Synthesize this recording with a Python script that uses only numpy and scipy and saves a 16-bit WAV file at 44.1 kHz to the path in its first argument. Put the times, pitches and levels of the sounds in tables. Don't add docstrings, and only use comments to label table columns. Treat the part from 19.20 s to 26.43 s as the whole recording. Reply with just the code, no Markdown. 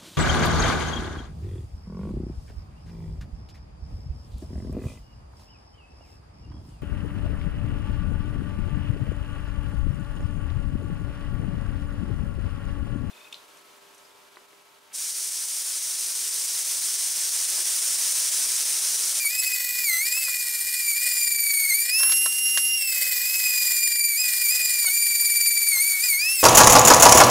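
import sys
import numpy as np
from scipy import signal
from scipy.fft import rfft, irfft, next_fast_len
from scipy.io import wavfile
from scipy.ndimage import uniform_filter1d

SR = 44100
rng = np.random.default_rng(int(sys.argv[2]) if len(sys.argv) > 2 else 0)


def dump(signal):
    limited = np.clip(np.atleast_2d(signal).T, -1, 1)
    pcm = np.round(limited * 32767).astype(np.int16)
    wavfile.write(sys.argv[1], SR, pcm)


N = 318843

FREE_SHAFT_HZ, RUN_UP_TAU_S, TOUCH_FADE_S = 558.3, 0.084, 0.06
LOOSE_BOUNCE_HZ, LOOSE_DEPTH_DB, LOOSE_SWING_RATIO = 20.96, 1.4, 0.003
SWING_LEAD_RAD, MAX_FLARE_LAG_S = 0.21, 0.015
CHATTER_LOSS_PER_SQUEAL_DB, SPEED_RATIO_PER_SQUEAL_DB = 1.1, 0.0012
FLUTTER_HZ, LOWPASS_HZ = 720, 15650

# time_s, shaft_hz
PASS_SPEEDS = [
    [(0, 476.8), (0.21, 507.8), (0.471, 492.2), (1.154, 487.6), (1.384, 476.0), (1.564, 489.4),
     (1.7, 464.1), (1.859, 490.8), (2.484, 439.4), (2.709, 491.0)],
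    [(3.57, 554.9), (3.756, 509.1), (4.175, 509.0), (4.345, 492.5), (4.912, 465.8), (5.012, 501.4),
     (5.149, 478.6), (5.333, 498.9), (5.66, 470.6), (6.499, 462.6), (6.985, 448.1)],
    [(7.15, 549.9), (7.222, 501.7)],
]
# centre_s, length_s, speed_loss_hz
HAND_PUSHES = [(0.07, 0.063, 38.913), (0.753, 0.177, 84.047), (1.003, 0.121, -30.582),
               (1.734, 0.029, 20.559), (2.526, 0.043, 25.46), (3.995, 0.157, 19.669),
               (4.953, 0.057, 27.648), (5.274, 0.069, 27.653), (5.686, 0.074, 28.285),
               (6.571, 0.102, 35.454), (6.763, 0.056, 11.197), (6.856, 0.07, -40.647),
               (6.951, 0.057, 16.283)]
# start_s, end_s, rate_hz, depth_db, speed_swing_ratio
BOUNCE_RUNS = [(1.154, 1.518, 15.4, 1.4, 0.0017), (2.039, 2.356, 26.5, 3, 0.0054),
               (2.443, 2.55, 19.5, 2, 0.019), (4.633, 4.888, 23.8, 2.5, 0.0075),
               (5.313, 5.602, 21.36, 1.5, 0.0049), (5.773, 6.011, 21.8, 2.4, 0.0084),
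               (6.051, 6.47, 18.8, 3.5, 0.014), (6.543, 6.76, 13.9, 0.5, 0.013)]
# centre_s, length_s, gain_db
SKID_SQUEALS = [(0.069, 0.053, 8), (0.137, 0.04, 0.5), (0.199, 0.043, 10), (.237, 0.026, -13),
                (0.274, .04, 11.5), (0.341, 0.026, 13.5), (.97, 0.076, 3), (1.062, 0.033, 4.5),
                (1.205, 0.033, 8.5), (1.404, 0.035, 3.5), (1.69, 0.081, 4), (1.858, 0.071, -1.5),
                (2.033, 0.042, 2.5), (2.505, 0.016, 2.5), (2.673, 0.063, -9.5), (3.883, 0.23, -2),
                (4.181, .045, 5), (4.263, 0.0606, 4), (4.637, 0.048, 3.5), (4.864, 0.087, 3.5),
                (4.999, 0.052, 5), (5.112, 0.089, -7), (5.294, 0.045, 4), (6.561, 0.041, 3),
                (6.787, .06, -12.5), (6.913, .04, 2.5)]
# shaft_hz, partial1_db, partial2_db, partial3_db, partial4_db
WHINE_BY_SPEED = [(398, -27.1, -35, -35, -33.5), (439, -28.5, -38, -38.5, -29),
                  (474.2, -33, -34.5, -33, -30.5), (482.7, -33, -35, -32.5, -35.5),
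                  (492.6, -30.5, -33, -33.5, -38.1), (519, -31, -32.5, -30.5, -33)]
# time_s, partial1_db, partial2_db, partial3_db, partial4_db
WHINE_BY_LIFT = [
    [(2.73, -26.5, -23.5, -54, -25), (2.85, -28, -30.5, -38.5, -18.5), (3.06, -28.5, -33.5, -28.5, -23.5),
     (3.13, -30.7, -38, -31.3, -29.5), (3.28, -26, -30.5, -35.7, -25), (3.44, -28.6, -35.0, -31.5, -24.5),
     (3.54, -23.5, -29, -47, -27.7)],
    [(7.02, -24, -26.5, -38, -34), (7.15, -27, -29.5, -42.0, -24)],
]
# time_s, swell_db
LOADED_SWELL = [(0.25, -8), (0.45, -20.5), (0.7, 3), (1.0, -4.9), (1.3, -14.5), (1.55, -11), (1.7, -1.7),
                (2.4, 3.5), (2.65, 1.5), (3.65, -2.5), (4.0, -7), (4.45, 3.5), (5.3, 2.5), (5.85, 5.5),
                (6.6, 4.5), (6.78, 5.5), (6.9, 4), (7.2, -1)]
PARTIAL_SHARES = [0.38, 0.86, 0.77, 0.71]
# shaft_hz, level_db
CHATTER_LEVELS = [(410, -76), (440, -50.5), (462, -49.5), (474, -40.5), (485, -36), (503, -34.5),
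                  (520, -35.5), (558, -38)]
# freq_hz, gain_db
CHATTER_SPECTRUM = [(150, -43), (430, -32), (525, -15.5), (620, -13.5), (750, -14.5), (1060, -25),
                    (1300, -27), (1550, -4), (1980, 3), (2500, -8), (3000, -9.5), (3600, 0), (4400, 0.5),
                    (5300, 3.5), (6100, -19), (7500, 5), (10500, -3.5), (15500, -0.5)]
# time_s, wall_ring_db, fine_hiss_db
GROUND_SPOT = [(0, -31, -15), (.7, -25, 3), (1.1, 0, -24), (1.8, 4.5, 0), (2.7, -0.5, 0), (3.7, -31, 5),
               (4.4, 0, 1.5), (5.5, 3, -1), (5.9, 4, 0), (6.55, -2, -8), (7.2, 6.5, 5)]
# freq_hz, gain_db
GRIT_SPECTRUM = [(100, -25), (400, -24.5), (1050, -14.5), (1300, -12.5), (2100, -7), (3200, -11.5),
                 (4500, 5.5), (5900, -3.5), (7500, 8), (10000, 1), (12800, 11), (15500, -7.5)]
# time_s, level_db
HISS_LEVELS = [(0, -35), (.75, -35), (1.3, -34.5), (2, -35.5), (2.15, -39), (2.6, -35.5), (2.8, -42),
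               (3.55, -41), (3.8, -34.5), (4.55, -32), (4.83, -43), (5.1, -32.5), (5.7, -34.5),
               (6.2, -37.5), (6.87, -32), (7.02, -40.5), (7.13, -38.5), (7.2, -33.5)]
# centre_s, length_s, level_db
DIG_GROWLS = [(0.748, 0.077, -46), (5.684, 0.02, -34.5)]
# freq_hz, gain_db
FAN_SPECTRUM = [(100, -30), (500, -17), (1200, -9.5), (2200, -1), (3500, -3.5), (4500, 2), (6200, 8),
                (8000, 4.5), (10500, 8.5), (13000, 5.5), (15500, 5.5)]
# start_s, level_db, crack_offset_db
BENCH_KNOCKS = [(0.048, -44, -17), (0.97, -44, -18), (1.083, -40, -14), (2.805, -39, -16),
                (2.832, -36.5, 11.5), (2.861, -42, -4), (2.895, -39, 9), (2.921, -35, 12),
                (3.06, -30.5, 3.5), (3.374, -33.5, 14.5), (5.645, -40, -20), (6.024, -48.5, -20),
                (6.57, -42, -23)]
# pitch_hz, level_db, t60_s
FITTING_MODES = [(606, -6, 0.071), (666, 2.5, 0.049), (1078, 9.5, 0.045), (1340, 4.5, 0.1),
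                 (1555, 13.5, 0.014), (2320, -19, .015), (3970, -12, .015)]
# freq_hz, gain_db
CRACK_SPECTRUM = [(100, -49), (400, -28), (1000, -5), (1700, 11), (3000, 4.5), (4200, 10.5), (7000, 8.5),
                  (15000, -27)]
# freq_hz, gain_db
RUMBLE_SPECTRUM = [(20, -7.5), (50, -7), (100, -9), (200, -9.5), (400, -10.5), (1500, -33)]
# time_s, level_db
RUMBLE_LEVELS = [(0, -72.5), (1.5, -66), (4.8, -69), (6.58, -65), (7.2, -65)]
# time_s, leftward_pan
TREBLE_PAN = [(0, 1.5), (1.1, 0.4), (2.45, 2.5), (2.85, -1.5), (3.4, -3.5), (4.2, 0.2), (5.6, 0.7),
              (6.55, 5.5), (7.23, 3)]
# centre_hz, width_hz, half_lag_rad
PORT_PHASES = [(2510, 500, 0.077), (9760, 1700, 0.21)]


def shaft():
    t = np.arange(N) / SR
    sag_hz, contact = np.zeros(N), np.zeros(N)
    for speeds in PASS_SPEEDS:
        land_s, leave_s = speeds[0][0], speeds[-1][0]
        sag_decay = np.exp(-np.maximum(t - leave_s, 0) / RUN_UP_TAU_S)
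        sag_hz = np.where(t >= land_s, (FREE_SHAFT_HZ - curves(speeds)[0]) * sag_decay, sag_hz)
        contact += gate(land_s + TOUCH_FADE_S / 2, leave_s - TOUCH_FADE_S / 4, TOUCH_FADE_S)
    sag_hz += sum(loss_hz * hump(at_s, length_s, order=3) for at_s, length_s, loss_hz in HAND_PUSHES)
    return FREE_SHAFT_HZ - sag_hz, np.minimum(contact, 1)


def bouncing():
    t = np.arange(N) / SR
    loose_rad = angle_of(LOOSE_BOUNCE_HZ * (1 + 0.15 * walk(4.047)))
    phasor = np.exp(1j * (loose_rad + 0.411 * walk(19.24)))
    depth_db, swing = np.full(N, LOOSE_DEPTH_DB), np.full(N, LOOSE_SWING_RATIO)
    for start_s, end_s, rate_hz, run_db, run_swing in BOUNCE_RUNS:
        inside = gate(start_s, end_s, 1 / rate_hz)
        phasor += inside * (np.exp(2j * np.pi * rate_hz * (t - start_s)) - phasor)
        depth_db += inside * (run_db - depth_db)
        swing += inside * (run_swing - swing)
    phasor *= np.exp(1j * 0.225 * walk(20.1))
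    bite_shape = phasor.real + 0.088 * (phasor ** 2).real
    ahead = phasor * np.exp(1j * SWING_LEAD_RAD)
    speed_shape = ahead.real + 0.29 * (ahead ** 2).imag
    return depth_db * bite_shape, swing * speed_shape


def whine_levels(shaft_hz, contact):
    swell_db, = curves(LOADED_SWELL)
    rows = zip(lookup(WHINE_BY_SPEED, shaft_hz), PARTIAL_SHARES, curves(np.vstack(WHINE_BY_LIFT)))
    levels_db = []
    for base_db, share, lifted_db in rows:
        loaded_db = base_db + share * (swell_db + 0.66 * walk(7.3))
        levels_db.append(contact * loaded_db + (1 - contact) * lifted_db - 0.4)
    fourth_db = levels_db[3]
    shortfall_db = contact * np.minimum(fourth_db + 29, 0)
    fifth_db = fourth_db - 10 + 2.6 * contact + 0.065 * shortfall_db
    sixth_db = fourth_db - 28 + 25.3 * contact + 0.5 * shortfall_db
    return levels_db + [fifth_db, sixth_db]


def whine(shaft_hz, beat_rad, contact, throb_db, squeal_db):
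    levels_db = whine_levels(shaft_hz, contact)
    rough_db = 1.52 * stick_slip(60) + 0.61 * walk(510)
    flutter_rad = angle_of(FLUTTER_HZ * (1 + 0.0238 * contact * walk(57)))
    tone = 0
    for k, level_db in enumerate(levels_db, 1):
        sensitivity = min(0.54 + 0.086 * k, 1)
        flare_db = np.roll(throb_db, int(sensitivity ** 3 * MAX_FLARE_LAG_S * SR))
        contact_db = contact * (rough_db + 2.3 * walk(56)) + 0.9 * flare_db
        flicker_db = sensitivity * contact_db + 1.55 * walk(25)
        skid_db = squeal_db if k > 1 else 0.54 * np.maximum(squeal_db, -3)
        sideband = undb(-21.5 - 11 * contact / k) * np.cos(k * beat_rad - flutter_rad)
        tone += undb(level_db + flicker_db + skid_db) * (np.cos(k * beat_rad) + sideband)
    flutter_tone = undb(levels_db[0] - 39.5 + 4.5 * walk(26)) * contact * np.cos(flutter_rad)
    return np.sqrt(2) * tone + flutter_tone


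def chatter(beat_rad, turn_rad, contact, bite):
    taps = 0.44 + sum(np.cos(k * beat_rad) for k in range(1, 7))
    once = undb(2 * walk(70)) * np.cos(turn_rad + 1.1 * walk(40))
    twice = undb(2.5 * walk(70)) * np.cos(2 * turn_rad + 1.5 * walk(45))
    blows = taps * (once + 0.33 * twice + 0.41 * walk(1000))
    wall_db, _ = curves(GROUND_SPOT)
    wall = unit(resonance(resonance(blows, 8890, 560), 8940, 566))
    wall *= undb(wall_db - 2 + 2 * walk(47))
    return (colour(blows, CHATTER_SPECTRUM) + wall) * bite * (0.13 + 1.01 * contact)


def grit(beat_rad, turn_rad, bite):
    grains = rng.standard_normal(N) * undb(2.4 * np.minimum(rng.exponential(size=N), 3))
    turn_ago = np.searchsorted(turn_rad, turn_rad - 2 * np.pi)
    grains = grains + 0.4 * grains[turn_ago] + 0.2 * grains[turn_ago[turn_ago]]
    clicks = grains * undb(5.4 * np.cos(beat_rad))
    _, fine_db = curves(GROUND_SPOT)
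    fine_hiss = unit(resonance(resonance(clicks, 13700, 3200), 13700, 3200))
    fine_hiss *= undb(fine_db - 4.5 + 2 * walk(72))
    return (colour(clicks, GRIT_SPECTRUM) + fine_hiss) * bite


def growl(beat_rad):
    envelope = sum(undb(db) * hump(at_s, length_s) for at_s, length_s, db in DIG_GROWLS)
    return envelope * sum(gain * np.cos(k * beat_rad / 3) for k, gain in [(1, 0.3), (2, 1), (4, 1), (5, 1)])


def fan_air():
    return colour(rng.standard_normal(N), FAN_SPECTRUM) * undb(2.34 * walk(26))


def knocks(size=8192, crack_t60_s=0.053):
    rings, crack_envelope = np.zeros(N + size), np.zeros(N + size)
    t = np.arange(size) / SR
    for start_s, level_db, crack_db in BENCH_KNOCKS:
        ring = 0
        for pitch_hz, mode_db, t60_s in FITTING_MODES:
            detuned_hz = pitch_hz * (1 + 0.013 * rng.standard_normal())
            ring += undb(mode_db - 60 * t / t60_s) * np.cos(2 * np.pi * detuned_hz * t)
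        start = int(start_s * SR)
        rings[start:start + size] += undb(level_db - 7) * ring
        crack_envelope[start:start + size] += undb(level_db + crack_db + 1.5 - 60 * t / crack_t60_s)
    cracks = crack_envelope[:N] * colour(rng.standard_normal(N), CRACK_SPECTRUM)
    return signal.sosfilt(signal.butter(2, 380, "high", fs=SR, output="sos"), rings[:N] + cracks)


def scrape():
    push, = curves([(2.79, 0.016), (2.81, 0.89), (2.92, 0.85), (2.96, 0)])
    friction = rng.standard_normal(N) * undb(1.6 * walk(200))
    ring = sum(undb(db) * resonance(friction, hz, 3 / t60_s) for hz, db, t60_s in FITTING_MODES)
    return undb(-41) * push * unit(ring)


def rumble(throb_db):
    level_db, = curves(RUMBLE_LEVELS)
    return colour(rng.standard_normal(N), RUMBLE_SPECTRUM) * undb(level_db + 2 * walk(4) + 0.88 * throb_db)


def stereo_ports(tool):
    lag_bands = sum(lag_rad * resonance(tool, hz, width_hz) for hz, width_hz, lag_rad in PORT_PHASES)
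    quadrature = signal.hilbert(lag_bands, next_fast_len(N)).imag[:N]
    side = 0.079 * curves(TREBLE_PAN)[0] * resonance(tool, 9900, 1700) + quadrature
    return tool + np.array([side, -side])


def stick_slip(rate_hz, size=64):
    ramp = np.cumsum(rate_hz * undb(4 * walk(rate_hz))) / SR % 1
    return unit(uniform_filter1d(ramp - 0.5, size))


def walk(rate_hz):
    lowpass = signal.butter(2, min(rate_hz, SR / 3), fs=SR, output="sos")
    return unit(signal.sosfilt(lowpass, rng.standard_normal(N)))


def colour(x, spectrum, size=2048):
    freq_hz, gain_db = np.transpose(spectrum)
    grid_hz = np.maximum(np.arange(size // 2 + 1) * SR / size, 1)
    grid_db = np.interp(np.log(grid_hz), np.log(freq_hz), gain_db)
    cepstrum = irfft(np.log(undb(grid_db)))
    cepstrum[1:size // 2] *= 2
    cepstrum[size // 2 + 1:] = 0
    impulse = irfft(np.exp(rfft(cepstrum)))
    return unit(signal.oaconvolve(x, impulse)[:N])


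def resonance(x, centre_hz, width_hz):
    return signal.lfilter(*signal.iirpeak(centre_hz, centre_hz / width_hz, fs=SR), x)


def hump(centre_s, length_s, order=2):
    return np.exp(-np.abs(2 * (np.arange(N) / SR - centre_s) / length_s) ** order)


def gate(start_s, end_s, fade_s):
    t = np.arange(N) / SR
    return np.clip(np.minimum(t - start_s, end_s - t) / fade_s + 1, 0, 1)


def lookup(table, x):
    keys, *columns = np.transpose(table)
    return [np.interp(x, keys, column) for column in columns]


def curves(table):
    return lookup(table, np.arange(N) / SR)


def angle_of(rate_hz):
    return 2 * np.pi * np.cumsum(rate_hz) / SR


def unit(x):
    return x / np.sqrt(np.mean(x ** 2))


def undb(db):
    return 10 ** (np.asarray(db) / 20)


def scene():
    shaft_hz, contact = shaft()
    throb_db, swing = contact * np.array(bouncing())
    skids_db = sum(db * hump(at_s, length_s) for at_s, length_s, db in SKID_SQUEALS)
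    squeal_db = contact * (skids_db + 1.1 * walk(13.95))
    swing += SPEED_RATIO_PER_SQUEAL_DB * np.maximum(squeal_db, 0)
    swing += contact * (0.00268 * walk(110) + 0.002 * walk(21.84))
    turn_rad = angle_of(shaft_hz * (1 + swing + 0.00012 * walk(17)))
    jitter_rad = (0.016 + 0.031 * contact) * walk(250)
    beat_rad = 5 * turn_rad + jitter_rad
    bite = undb(throb_db + 1.5 * stick_slip(55))
    chatter_db = lookup(CHATTER_LEVELS, shaft_hz)[0] + 1.6 * throb_db
    chatter_db -= CHATTER_LOSS_PER_SQUEAL_DB * np.maximum(squeal_db, -3)
    hiss_db, = curves(HISS_LEVELS)
    tool = whine(shaft_hz, beat_rad, contact, throb_db, squeal_db) + growl(beat_rad)
    tool += undb(chatter_db + 2) * chatter(beat_rad, turn_rad, contact, bite)
    tool += undb(hiss_db + 4) * contact * grit(beat_rad, turn_rad, bite)
    tool += undb(hiss_db + 12.5 - 11.35 * contact) * fan_air()
    room = rumble(throb_db)
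    return stereo_ports(tool) + knocks() + scrape() + room


def record(dry):
    return signal.sosfilt(signal.ellip(12, 0.1, 80, LOWPASS_HZ, fs=SR, output="sos"), dry)


dry = scene()
out = record(dry)
dump(out)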